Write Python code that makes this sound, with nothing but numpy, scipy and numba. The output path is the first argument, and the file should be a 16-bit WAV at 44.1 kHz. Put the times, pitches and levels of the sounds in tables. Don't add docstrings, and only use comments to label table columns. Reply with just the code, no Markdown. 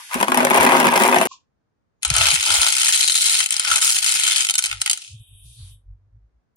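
import sys
import numpy as np
from scipy import signal
from scipy.fft import rfft, irfft
from scipy.io import wavfile
from scipy.ndimage import uniform_filter1d, minimum_filter1d
from numba import njit

SR = 44100
rng = np.random.default_rng(int(sys.argv[2]) if len(sys.argv) > 2 else 0)


def wav_record(signal):
    frames = np.transpose(np.atleast_2d(signal))
    bounded = np.clip(frames, -1, 1)
    quanta = np.round(bounded * 32767).astype(np.int16)
    wavfile.write(sys.argv[1], SR, quanta)


def invert_db(level):
    return 10 ** (np.asarray(level, dtype=float) / 20)


N = 289296


def curves(table):
    s, *columns = np.transpose(table)
    return [np.interp(np.arange(N) / SR, s, c, left=-150, right=-150) for c in columns]


def ramp(start_s, hold_s, db, rise_db_s, fall_db_s):
    t = np.arange(N) / SR - start_s
    return db - rise_db_s * np.maximum(-t, 0) - fall_db_s * np.maximum(t - hold_s, 0)


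def unit(x):
    sounding = np.mean(np.abs(x) > 1e-9)
    return x / np.sqrt(np.mean(x ** 2) / sounding)


def band(x, lo_hz, hi_hz, order=4):
    sos = signal.butter(order, [lo_hz, min(hi_hz, .45 * SR)], "band", fs=SR, output="sos")
    return signal.sosfilt(sos, x)


def resonance(x, hz, width_hz):
    return signal.lfilter(*signal.iirpeak(hz, hz / width_hz, fs=SR), x)


@njit
def ring(start, lag, left, right, pole, rise):
    out = np.zeros((2, N + 9000))
    for e in range(len(start)):
        for m in range(pole.shape[1]):
            z, p, push = 1 + 0j, pole[e, m], 1.
            for i in range(min(8000, int(-6 / np.log(abs(p))))):
                out[0, start[e] + i] += (left[e, m] * z).imag * (1 - push)
                out[1, start[e] + lag[e] + i] += (right[e, m] * z).imag * (1 - push)
                z *= p
                push *= rise
    return out[:, :N]


def own_ring(s, db, hz, t60, rise_s, pan_db, turn, lag):
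    pole = np.exp(2j * np.pi * hz / SR - np.log(1000) / (t60 * SR))[:, None]
    gain = invert_db(db)[:, None] + 0j
    left = gain * invert_db(pan_db / 2)
    right = gain * invert_db(-pan_db / 2) * np.exp(1j * turn)
    lags = np.full(len(s), int(lag))
    return ring((s * SR).astype(int), lags, left, right, pole, np.exp(-1 / (rise_s * SR)))


BLUR_CYCLES = 0.59
BRIEF_ABOVE_HZ = 14300


def contacts(s, db, treble_db, pan_db, body, spectrum, loose_t60, slope, body_db, scatter_db, apart,
             rise_s, wander, count):
    body, spectrum = np.array(body), np.array(spectrum)
    chance = rng.random((len(s), 5, count + len(body)))
    every = np.ones((len(s), 1))

    low, high = np.sqrt(spectrum[[0, -1], 0])
    place = (np.arange(count) + chance[:, 0, :count]) / count
    loose = (low + place * (high - low)) ** 2
    loose_db = np.interp(np.log(loose), np.log(spectrum[:, 0]), spectrum[:, 1])
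    loose_db = loose_db + 10 * np.log10(loose / 1000) / 2
    decay = loose_t60 * (loose / 1000) ** -slope * (.5 + chance[:, 1, :count])
    decay = decay / (1 + (loose / BRIEF_ABOVE_HZ) ** 4)
    loose_db = loose_db - 10 * np.log10(decay / loose_t60)

    body_hz = body[:, 0] * (1 + wander * (chance[:, 0, count:] - .5))
    hz = np.hstack([loose, body_hz])
    t60 = np.hstack([decay, every * body[:, 2]])
    mode_db = np.hstack([loose_db - loose_db.max(), every * body[:, 1] + body_db])
    gain = invert_db(mode_db + scatter_db * (2 * chance[:, 2] - 1))
    tilt_db = (treble_db - np.mean(treble_db))[:, None]
    gain = gain * invert_db(tilt_db * np.clip(np.log2(hz / 4000), -1, 1))
    gain = gain / np.sqrt(np.sum(gain ** 2, axis=1, keepdims=True)) * invert_db(db)[:, None]

    left = gain * np.exp(2j * np.pi * BLUR_CYCLES * chance[:, 3])
    right = left * np.exp(2j * apart * np.minimum(hz / 2000, 1) * (2 * chance[:, 4] - 1))
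    side = np.where(chance[:, 1, -1] < .85, 1, -1)
    lag = side * (8 + 4 * chance[:, 1, -2]).astype(int)
    pole = np.exp(2j * np.pi * hz / SR - np.log(1000) / (np.clip(t60, .002, .15) * SR))
    half = invert_db(pan_db / 2)[:, None]
    return ring((s * SR).astype(int), lag, left * half, right / half, pole, np.exp(-1 / (rise_s * SR)))


BOUNCE_S, BOUNCE_DB = 0.0074, -7


def cracks(s, db, pan_db, body, spectrum, t60):
    wait, loss = rng.random((len(s), 2)).T
    s = np.hstack([s, s + BOUNCE_S * (.25 + .75 * wait)])
    db = np.hstack([db, db + 2 * BOUNCE_DB * loss])
    return contacts(s, db, 0 * s, pan_db + 0 * s, body, spectrum, loose_t60=t60, slope=0, body_db=-28,
                    scatter_db=4.5, apart=1.0, rise_s=.00006, wander=.01, count=24)


def jostle(s, db, settle_s, share):
    blows = np.zeros(N)
    np.add.at(blows, (s * SR).astype(int), invert_db(db))
    shake = signal.lfilter([1], [1, -np.exp(-1 / (settle_s * SR))], blows)
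    return share * 20 * np.log10(uniform_filter1d(shake, size=350) + 0.17)


def swarm(level_db, per_s, spread_db):
    on = np.flatnonzero(level_db > -140)
    chance = rng.random((int(len(on) / SR * per_s), 3))
    place = (np.arange(len(chance)) + 40 * chance[:, 0]) / len(chance)
    at = on[(np.clip(place, 0, .999) * len(on)).astype(int)]
    db = level_db[at] - spread_db * np.log(chance[:, 1] + .03)
    pan_db = 7 * (chance[:, 2] - .5)
    return at, db, pan_db


def room(x, t60, wet_db):
    t = np.arange(int(.4 * SR)) / SR
    echo = rng.standard_normal((3, len(t))) * 1000 ** (-t / t60) * np.minimum(t / 0.00042, 1)
    echo = band(echo[:2], 1400, 4600, order=1) + band(echo[2], 62, 1000, order=1)
    echo = echo / np.sqrt(np.sum(echo ** 2, axis=1, keepdims=True))
    mono = x.mean(axis=0, keepdims=True)
    return x + invert_db(wet_db) * signal.fftconvolve(mono, echo, axes=1)[:, :N]


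# [f/Hz, density/dB per Hz]
FLOOR = [(55, -2), (82, -9), (1260, -28.5), (1660, -30.5), (2800, -41.5), (12000, -46.5)]
FLOOR_DB = -73
# [start/s, hold/s, level/dB, low f/Hz, high f/Hz]
LEAKS = [(0, 0.01, -44.5, 790, 1220), (0, 0.39, -46.5, 1390, 3850), (0, 0.48, -44.5, 4100, 11740),
         (1.321, 0.012, -45, 2360, 7640), (1.339, 0.016, -57.5, 908, 1190), (4.988, 0.13, -48, 2380, 8400),
         (5.139, 0.585, -70.5, 2390, 2930), (5.145, 0.592, -60.5, 2980, 3820),
         (5.46, 0.24, -60, 3500, 8440), (5.58, 0.051, -59, 3620, 4770), (5.204, 0.54, -59.5, 7600, 12400),
         (5.36, 0.33, -60.5, 8550, 10840), (5.603, 0.095, -71.5, 792, 2450), (2.086, 0.25, -55.5, 107, 416),
         (2.483, 0.15, -56.5, 262, 520), (3.72, 0.031, -59.5, 110, 386)]
LEAK_RISE_DB_S, LEAK_FALL_DB_S = 502.5, 348.5


def quiet():
    noise = rfft(rng.standard_normal((2, 2, N)))
    f = np.arange(N // 2 + 1) * SR / N
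    leaks = np.zeros((2, N))
    for s, hold_s, db, lo_hz, hi_hz in LEAKS:
        hiss = unit(irfft(noise[0] * ((f > lo_hz) & (f < hi_hz)), N))
        leaks += invert_db(ramp(s, hold_s, db, LEAK_RISE_DB_S, LEAK_FALL_DB_S)) * hiss
    hz, db = np.transpose(FLOOR)
    shape = invert_db(np.interp(np.log(f + 1), np.log(hz), db))
    floor = band(unit(irfft(noise[1] * shape, N)), 74, 7400, order=3)
    return 1.19 * leaks + invert_db(FLOOR_DB + 5.0) * floor


# [middle t/s, peak/dB, f/Hz, length/s]
BUMPS = [(0.184, -51, 60, 0.061), (0.608, -34.5, 84, 0.043), (0.88, -43, 83, 0.056),
         (1.18, -46.5, 62, .036), (1.318, -35, 1070, 0.021), (1.34, -45, 1045, .024),
         (2.089, -32.5, 67.5, 0.041), (2.39, -44, 80, 0.042), (2.117, -23.5, 122, 0.027),
         (2.14, -29.5, 68.7, 0.048), (2.201, -32, 130.3, 0.05), (2.218, -34, 86, 0.085),
         (2.292, -38, 72.4, 0.042), (2.342, -35.5, 130, 0.034), (2.5, -45.5, 316, 0.039),
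         (2.526, -40.5, 96, 0.053), (2.596, -35, 67, 0.034), (3.42, -64.5, 129.8, 0.059),
         (3.727, -45, 60.7, 0.057)]
# [middle t/s, fundamental/dB, octave/dB, length/s]
SCRAPS = [(4.756, -45.5, -45, 0.092), (5.146, -65, -38.5, 0.066), (5.211, -50, -41.5, 0.038),
          (5.338, -51, -48.5, 0.081), (5.472, -47, -49, 0.12), (5.628, -47, -38.5, 0.087),
          (5.71, -48, -47.5, 0.13), (5.909, -39.5, -46.5, 0.078), (6.05, -67, -57, 0.18),
          (6.157, -51, -48.5, 0.067), (6.24, -52, -65, 0.076), (6.365, -59, -72, 0.062)]
MAINS_HZ = 50.
WOBBLE, WOBBLE_S = 0.13, 0.015
SKIRT_DB, SKIRT_S = -22.5, 0.036


def hum():
    t, out = np.arange(N) / SR, np.zeros((2, N))
    tones = list(BUMPS)
    for s, low_db, high_db, length in SCRAPS:
        tones += [(s, low_db, MAINS_HZ, length), (s, high_db, 2 * MAINS_HZ, length)]
    pace = int(WOBBLE_S * SR)
    drift = uniform_filter1d(uniform_filter1d(rng.standard_normal(N), pace), pace)
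    warped = t + WOBBLE * np.cumsum(unit(drift)) / SR
    for (s, db, hz, length), (turn, skew) in zip(tones, rng.random((len(tones), 2))):
        near = slice(max(int((s - .4) * SR), 0), int((s + .4) * SR))
        after = t[near] - s
        swell = np.exp(-(after / (0.69 * np.clip(length - .015, .006, .2))) ** 2)
        swell = swell + invert_db(SKIRT_DB) * np.exp(np.minimum(after / 0.014, -after / SKIRT_S))
        clock = warped[near] if hz < 400 else t[near]
        port_phase = 0.32 * (skew - .5) * np.array([[1], [-1]])
        out[:, near] += invert_db(db + 2.5) * swell * np.sin(2 * np.pi * (hz * clock + turn) + port_phase)
    return out


# [t/s, peak/dB, f/Hz]
THUDS = [(0.149, -18.5, 230), (0.206, -22, 210), (0.289, -21, 248), (0.322, -21, 224), (0.366, -14.5, 234),
         (0.416, -19.5, 257), (0.512, -19, 222), (0.595, -22, 224), (0.631, -22.5, 282),
         (0.663, -15.5, 253), (0.749, -26.5, 237), (0.782, -22.5, 230), (0.827, -19.5, 248),
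         (0.871, -14.5, 218), (0.908, -20.5, 226), (1.011, -13.5, 221), (1.094, -18, 245),
         (1.196, -18.5, 215), (1.261, -23.5, 227)]


def thuds():
    s, db, hz = np.transpose(THUDS)
    return own_ring(s, db + 5.5, hz, t60=0.1, rise_s=0.0028, pan_db=3.5, turn=.7, lag=0)


# [f/Hz, level/dB, t60/s]
BIN = [(234, -7, 0.071), (382, -8.5, 0.089), (539, -1.5, 0.031), (666, -7, 0.061), (790, -7, 0.034),
       (940, 6.5, 0.011), (1084, 2.5, 0.017), (1626, -2, 0.027)]
# [f/Hz, density/dB per Hz]
TOY = [(130, -23.5), (222, -8.5), (308, -12.5), (454, -17.5), (950, -0.5), (1300, -4.5), (2500, -4),
       (4200, -20), (7300, -18), (9800, -15.5), (12400, -27.5), (15950, -23.5)]
# [t/s, peak/dB, treble share/dB, shell f/Hz]
KNOCKS = [(0.131, -17, -16, 920), (0.143, -10.5, -12.5, 1060), (0.202, -12.5, -13, 1120),
          (0.211, -8.5, -14, 1004), (0.228, -1.5, -17, 994), (0.282, -10, -17, 1120),
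          (0.319, -1, -17.5, 1060), (0.3445, -4, -13.5, 832), (0.3735, 0.5, -12.5, 952),
          (0.404, -4, -20, 910), (0.43, -9.5, -18.5, 624), (0.4493, -1, -12, 554.6),
          (0.507, -1, -18.5, 1080), (0.544, -5.5, -14.5, 940), (0.56, -6.5, -13, 802),
          (0.574, -2.5, -14.5, 720), (0.603, -10.5, -15.5, 1192), (0.609, -3, -13.5, 950),
          (0.63, -3, -11.5, 528.6), (0.64, -11, -12, 595), (0.649, -4.5, -13.5, 899), (0.664, -6, -16, 852),
          (0.688, -13.5, -22, 650), (0.709, -9.5, -23.5, 1015), (0.72, 2.5, -19, 769),
          (0.728, -1, -15.5, 937), (0.743, -2, -18, 955), (0.768, -6, -19, 930), (0.8, -5, -12, 940),
          (0.828, -8.5, -20.5, 700), (0.843, 3.5, -19, 940), (0.855, -8.5, -16, 542),
          (0.927, -6, -30.5, 900), (0.955, -8.5, -19.5, 630), (0.976, -3, -16, 802), (0.999, -8, -9, 1420),
          (1.022, -6, -16, 957), (1.035, -4.5, -12, 1065), (1.049, -9, -27, 667), (1.078, -9.5, -7, 409),
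          (1.086, -2, -19, 970), (1.125, 3, -21.5, 1094), (1.144, -1.5, -18.5, 886),
          (1.162, 2.5, -20.5, 681), (1.213, -1, -15.5, 664), (1.255, -10.5, -18.5, 476)]


def knocks():
    s, db, treble_db, hz = np.transpose(KNOCKS)
    shells = own_ring(s, db - 1.0, hz, t60=.035, rise_s=0.00093, pan_db=2.0, turn=0.5, lag=20)
    return shells + contacts(s, db + 0.5, treble_db * 0.95, 6.1 + 0 * s, BIN, TOY, loose_t60=0.03,
                             slope=0.24, body_db=-6.0, scatter_db=2.0, apart=1.0, rise_s=0.00025,
                             wander=0.19, count=40)


# [t/s, peak/dB]
TICKS = [(0.228, -13), (0.2884, -19), (0.3002, -14.5), (0.3504, -14.5), (0.3554, -9.5), (0.3745, -5.5),
         (0.3864, -9), (0.4164, -18), (0.451, -7.5), (0.4564, -16), (0.5013, -4), (0.5445, -12),
         (0.5615, -9.5), (0.6305, -7), (0.7287, -8), (0.8011, -12.5), (0.9687, -10.5), (0.9876, -9.5),
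         (1.0036, -13.5), (1.036, -8), (1.0774, -9), (1.1238, -11.5), (1.2126, -9), (1.255, -3.5)]
# [f/Hz, density/dB per Hz]
TICK = [(3000, -23.5), (9500, 3.5), (15500, -17.5)]


def ticks():
    s, db = np.transpose(TICKS)
    return cracks(s, db - 1.0, 3.0, BIN, TICK, t60=0.0023)


# [t/s, level/dB, treble/dB]
RUMMAGE = [
    (.07, -52, -10.5),
    (.12, -15.5, -14),
    (.26, -25.5, -14),
    (.38, -18.5, -16.5),
    (.64, -11.5, -15.5),
    (.72, -14, -16),
    (.98, -12.5, -13.5),
    (1.12, -16, -13.5),
    (1.272, -19.5, -13),
]


def rummage():
    level_db, bright_db = curves(RUMMAGE)
    s, db, _, _ = np.transpose(KNOCKS)
    shaken_db = jostle(s, db, settle_s=0.02, share=.5)
    at, db, pan_db = swarm(level_db + shaken_db, per_s=750, spread_db=4.0)
    return contacts(at / SR, db - 2.5, bright_db[at], pan_db + 1.5, BIN, TOY, loose_t60=0.032, slope=0.28,
                    body_db=-4.5, scatter_db=10.5, apart=1.0, rise_s=0.000086, wander=0.11, count=22)


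SCENE_CHANGE_S, BASS_OPENS_S = 1.273, 0.16


def toys():
    t = np.arange(N) / SR
    heap = room(knocks() + ticks() + rummage() + thuds(), 0.13, -13.5)
    heap = band(heap, 175, 24000, order=4)
    shut = np.clip((BASS_OPENS_S - t) / .01, 0, 1)
    heap = heap + shut * (band(heap, 890, 24000, order=4) - heap)
    return heap * np.clip((SCENE_CHANGE_S - t) / 0.0051, 0, 1)


# [f/Hz, level/dB, t60/s]
BOWL = [(1335, -8.5, 0.028), (1473, -12.5, 0.037), (2477, 4.5, 0.015), (3093, -2, 0.028),
        (4152, -7.5, 0.03), (5204, -3, 0.018), (6400, -5, 0.042), (7020, -1, 0.031), (7710, -8, 0.062),
        (8480, -3.5, 0.04), (9340, -6, 0.044), (10074, -7, .03), (10900, -14.5, 0.032)]
# [f/Hz, density/dB per Hz]
BEAD = [(330, -25), (850, -12.5), (1100, -43), (1330, -13.5), (1750, -7), (3120, 1.5), (5800, -2.5),
        (7500, 0), (8800, 1.5), (11000, -10), (11900, -19.5), (15950, -13)]
# [t/s, peak/dB, treble share/dB]
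TUMBLE = [(4.4479, -7.5, -12.5), (4.4682, -11.5, -12.5), (4.488, -8, -14), (4.497, -4.5, -12.5),
          (4.5075, -7, -8), (4.5395, -8, -9), (4.5538, -6.5, -9), (4.58, -9, -5.5), (4.5826, -5, -6),
          (4.59, -2.5, -10), (4.6234, -14, -8), (4.6394, -7, -8.5), (4.649, -10, -14), (4.6584, -10, -9),
          (4.6643, -12, -12.5), (4.6977, -19.5, -18.5), (4.7132, -10, -21), (4.7267, -11, -23),
          (4.7462, -26, -18), (4.811, -21.5, 2.5), (4.816, -5.5, -10.5), (4.8604, -8, -14),
          (4.8629, -16.5, -3), (4.876, -9.5, -21), (4.897, 0.5, -9.5), (4.9114, -4, -5.5),
          (4.9308, -8, -7.5), (4.9742, -20, -12), (5.018, -29, -13.5), (5.077, -31.5, -17.5)]


def tumble():
    s, db, treble_db = np.transpose(TUMBLE)
    rings = contacts(s, db + 1.5, treble_db * .7, 1.2 + 0 * s, BOWL, BEAD, loose_t60=0.033, slope=0.12,
                     body_db=-3.0, scatter_db=5.5, apart=0.93, rise_s=0.00025, wander=0.0023, count=36)
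    return rings + cracks(s, db - 5.5, 1.5, BOWL, BEAD, t60=0.0052)


# [t/s, peak/dB, treble share/dB, loudest f/Hz]
STRIKES = [(2.0236, -21, -11.5, 10100), (2.0305, -3.5, -11.5, 4300), (2.049, 3, -15.5, 3000),
           (2.1016, 0, -16.5, 6400), (2.0785, -19.5, -8.5, 9500), (2.139, -10, -13.5, 6590),
           (2.1519, -7.5, -16.5, 4420), (2.1642, -3, -12.5, 9500), (2.182, -0.5, -15.5, 6100),
           (2.2093, -7, -24, 2420), (2.2156, -4.5, -20, 3260), (2.2677, -5.5, -15, 3240),
           (2.3037, -3, -13, 2370), (2.0585, -17, -12, 8700), (2.3416, -5.5, -6.5, 9000),
           (2.349, -0.5, -8.5, 8400), (2.4067, -10.5, -16, 9100), (2.4272, -8.5, -15.5, 6400),
           (2.4596, -8, -8.5, 8330), (2.4922, -8.5, -15.5, 3145), (2.5168, -9.5, -11, 9300),
           (2.54, -1.5, -10.5, 8700), (2.6153, 1.5, -10.5, 8900), (2.6651, -6, -11, 8340),
           (2.6843, -7, -5.5, 8450), (2.7237, -2, -8.5, 9200), (2.7669, -7.5, -13, 8900),
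           (2.7824, -6.5, -12.5, 9040), (2.798, -10.5, -6, 9700), (2.8127, -10, -14.5, 8400),
           (2.831, -4.5, -14.5, 8500), (2.8588, -8, -9.5, 9100), (2.8819, -3, -13.5, 8930),
           (2.9238, -3, -12.5, 7060), (2.943, -3, -10.5, 8480), (3.008, -6, -12.5, 4100),
           (3.0283, -7.5, -10.5, 8300), (3.0768, -4, -11, 9100), (3.0969, -8, -14.5, 4230),
           (3.1201, -7.5, -9, 3760), (3.1542, -5.5, -13.5, 6330), (3.1771, -8.5, -10.5, 4080)]
# [t/s, peak/dB, treble share/dB, loudest f/Hz]
STRIKES_LATE = [(3.2095, -10, -11.5, 9260), (3.2204, -9, -7.5, 9090), (3.2472, -11, -9.5, 5080),
                (3.2559, -8, -12, 8520), (3.2642, -5.5, -8.5, 3980), (3.2961, -2.5, -9.5, 3900),
                (3.3426, -8.5, -15.5, 9410), (3.3897, -7.5, -11.5, 4450), (3.4032, -5.5, -19.5, 9490),
                (3.4287, -10.5, -16, 3040), (3.4602, -6.5, -8.5, 2550), (3.4887, -21, -13, 7680),
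                (3.5061, -7, -9.5, 8500), (3.5231, -7, -6.5, 8370), (3.541, -11, -11, 5600),
                (3.565, -8, -12.5, 5170), (3.596, -4.5, -10.5, 9510), (3.6487, -8.5, -16, 5240),
                (3.6759, -10.5, -17.5, 4810), (3.6819, -12.5, -15.5, 4930), (3.7039, -10, -11, 6140),
                (3.7135, -3, -16.5, 2460), (3.759, -1.5, -10.5, 8590), (3.8189, -4.5, -6.5, 9040),
                (3.8697, -5, -7.5, 9170), (3.965, -9, -14.5, 9130), (3.9862, -5.5, -10, 7885),
                (4.0267, -8, -14.5, 8440), (4.0435, -6, -12, 8750), (4.0624, -7.5, -10, 8050),
                (4.0918, -6, -12, 6844), (4.1154, -8.5, -6.5, 9690), (4.1499, -8, -9.5, 9220),
                (4.1975, -6.5, -7, 3960), (4.235, -1.5, -9.5, 4060), (4.2674, -4, -10, 3167),
                (4.2847, -5, -13, 8880), (4.319, -1.5, -13, 3120), (4.3601, -4, -10.5, 4340),
                (4.3807, -2, -8, 3040), (4.4062, 1.5, -13.5, 6490)]
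EASE_IN_S, EASE_DB_S = 2.048, 300


def eased_strikes():
    s, db, treble_db, hz = np.transpose(list(STRIKES) + list(STRIKES_LATE))
    return s, db - EASE_DB_S * np.clip(EASE_IN_S - s, 0, .02), treble_db, hz


def strikes():
    s, db, treble_db, hz = eased_strikes()
    pings = own_ring(s, db - 2.5, hz, t60=0.0094, rise_s=.0004, pan_db=8.0, turn=.3, lag=9)
    rings = contacts(s, db, treble_db * 0.98, 8.4 + 0 * s, BOWL, BEAD, loose_t60=0.02, slope=0.11,
                     body_db=-5.0, scatter_db=6.0, apart=0.82, rise_s=0.00069, wander=0.01, count=36)
    return pings + rings + cracks(s, db - 5.0, 3.5, BOWL, BEAD, t60=0.01)


# [t/s, level/dB, brightness/dB]
STIR = [(2.008, -73, -4), (2.03, -37.5, -7), (2.14, -22.5, -8), (2.24, -14.5, -6), (2.5, -15.5, -5),
        (2.9, -17, -2.5), (3.1, -19.5, 1), (3.35, -16.5, -1.5), (3.58, -27.5, -4.5), (3.72, -18, -3.5),
        (3.86, -15.5, 1), (4.2, -19, -3), (4.4, -18.5, -4), (4.52, -41.5, 5.5), (4.68, -35, -4),
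        (4.78, -44, -7), (4.95, -38, -2), (5.05, -45, -4.5), (5.2, -68, 6.5)]
# [t/s, dip/dB, half length/s]
TURNS = [
    (2.397, -7.5, 0.11),
    (2.75, -4.5, 0.063),
    (3.05, 0.5, 0.065),
    (3.477, -16.5, 0.04),
    (3.798, -11.5, 0.013),
    (4.008, -9, 0.054),
]


def stir():
    t = np.arange(N) / SR
    level_db, bright_db = curves(STIR)
    for at_s, dip_db, half_s in TURNS:
        level_db = level_db + dip_db * np.clip(1 - np.abs(t - at_s) / half_s, 0, 1)
    s, db, _, _ = eased_strikes()
    shaken_db = jostle(s, db, settle_s=0.011, share=0.21) * (t < 4.44)
    at, db, pan_db = swarm(level_db + shaken_db, per_s=1400, spread_db=4.5)
    return contacts(at / SR, db - 2.0, bright_db[at], pan_db + 2.0, BOWL, BEAD, loose_t60=0.016,
                    slope=0.065, body_db=-11.5, scatter_db=12.0, apart=1.19, rise_s=0.000097,
                    wander=0.022, count=18)


# [f/Hz, width/Hz, depth 0-1]
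HOLLOWS = [(1120, 330, 0.6), (1690, 350, 0.3)]


def hollows(heap):
    for dip_hz, width_hz, depth in HOLLOWS:
        heap = heap - depth * resonance(heap, dip_hz, width_hz)
    return heap


# [start/s, hold/s, added level/dB, f/Hz, width/Hz]
SWELLS = [
    (3.019, 0.26, -2, 4000, 600),
    (3.674, 0.18, 4, 1400, 329),
    (4.268, 0.18, -8.5, 3140, 260),
]
SWELL_DB_S = 146


def swells(heap):
    for at_s, hold_s, add_db, peak_hz, width_hz in SWELLS:
        gain = invert_db(ramp(at_s, hold_s, add_db, SWELL_DB_S, SWELL_DB_S))
        heap = heap + gain * resonance(heap, peak_hz, width_hz)
    return heap


# [t/s, peak/dB, hold/s]
LOW_OPENINGS = [
    (2.141, -39, 0.15),
    (2.486, -42, 0.19),
    (2.857, -54.5, 0.018),
    (3.389, -57.5, .02),
    (3.698, -40.5, 0.092),
    (4.361, -61.5, 0.06),
]
LOW_RISE_DB_S, LOW_FALL_DB_S = 206, 185


def low_range(heap):
    levels = [ramp(at_s, hold_s, peak_db, LOW_RISE_DB_S, LOW_FALL_DB_S) for at_s, peak_db, hold_s in LOW_OPENINGS]
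    deep = band(heap, 604, 1690, order=4)
    deep = deep / np.sqrt(uniform_filter1d(deep ** 2, 9000) + 1e-12)
    return invert_db(np.max(levels, axis=0) + 13.5) * deep


def beads():
    heap = room(strikes() + tumble() + stir(), 0.18, -13.0)
    heap = swells(hollows(heap))
    closing = invert_db(-np.clip(np.arange(N) / SR - 4.95, 0, 1) * 87)
    middle = band(heap, 790, 2300, order=8)
    top = band(heap, 2300, 19000, order=6)
    return top - closing * middle + low_range(heap)


def scene():
    return quiet() + hum() + toys() + beads()


# [f/Hz, share alike 0-1, right lead/rad]
PORTS = [(6600, 0, -2.4), (7500, .7, -2.4), (9000, .9, -1.5), (11000, .93, 0), (12600, .93, 0),
         (14000, .6, 1.1), (16000, .7, 2.6)]
TOP_HZ = 16600


def couple_ports(dry, f):
    hz, alike, turn = np.transpose(PORTS)
    left, right = rfft(dry)
    alike = np.clip(np.interp(f, hz, alike), 0, 1)
    shared = invert_db(-2.0) * left * np.exp(1j * np.interp(f, hz, turn))
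    right = np.sqrt(1 - alike) * right + np.sqrt(alike) * shared
    return np.array([left, right]) * (f < TOP_HZ)


THIN_BELOW_DB, THIN_FLOOR_DB = -32, -70
THIN_HZ, THIN_STEP_HZ = 11600, 330


def thin_top(spectrum, f):
    def power_db(v):
        return 10 * np.log10(np.abs(uniform_filter1d(v.mean(axis=0) ** 2, size=1500)) + 1e-14)

    def above(hz):
        return np.sin(np.pi / 2 * np.clip((f - hz) / 200 + .5, 0, 1)) ** 2

    x = irfft(spectrum * (1 - above(THIN_HZ)), N)
    edge_db = np.maximum(power_db(irfft(spectrum * above(3000), N)) + THIN_BELOW_DB, THIN_FLOOR_DB)
    for lo_hz in np.arange(THIN_HZ, TOP_HZ, THIN_STEP_HZ):
        part = irfft(spectrum * (above(lo_hz) - above(lo_hz + THIN_STEP_HZ)), N)
        jitter_db = 3 * np.repeat(rng.standard_normal(N // 2048 + 1), 2048)[:N]
        is_open = np.clip(power_db(part) - edge_db + jitter_db, 0, 1)
        x = x + part * uniform_filter1d(is_open, size=300)
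    return x


def limit(x):
    gain = np.minimum(1, .95 / (np.abs(x).max(axis=0) + 1e-9))
    gain = minimum_filter1d(gain, 301)
    return x * uniform_filter1d(uniform_filter1d(gain, 151), 151)


def top_cut(x):
    return signal.sosfilt(signal.butter(12, 16800, fs=SR, output="sos"), x)


def record(dry):
    f = np.arange(N // 2 + 1) * SR / N
    mix = limit(thin_top(couple_ports(dry, f), f))
    return top_cut(mix)


dry = scene()
out = record(dry)
wav_record(out)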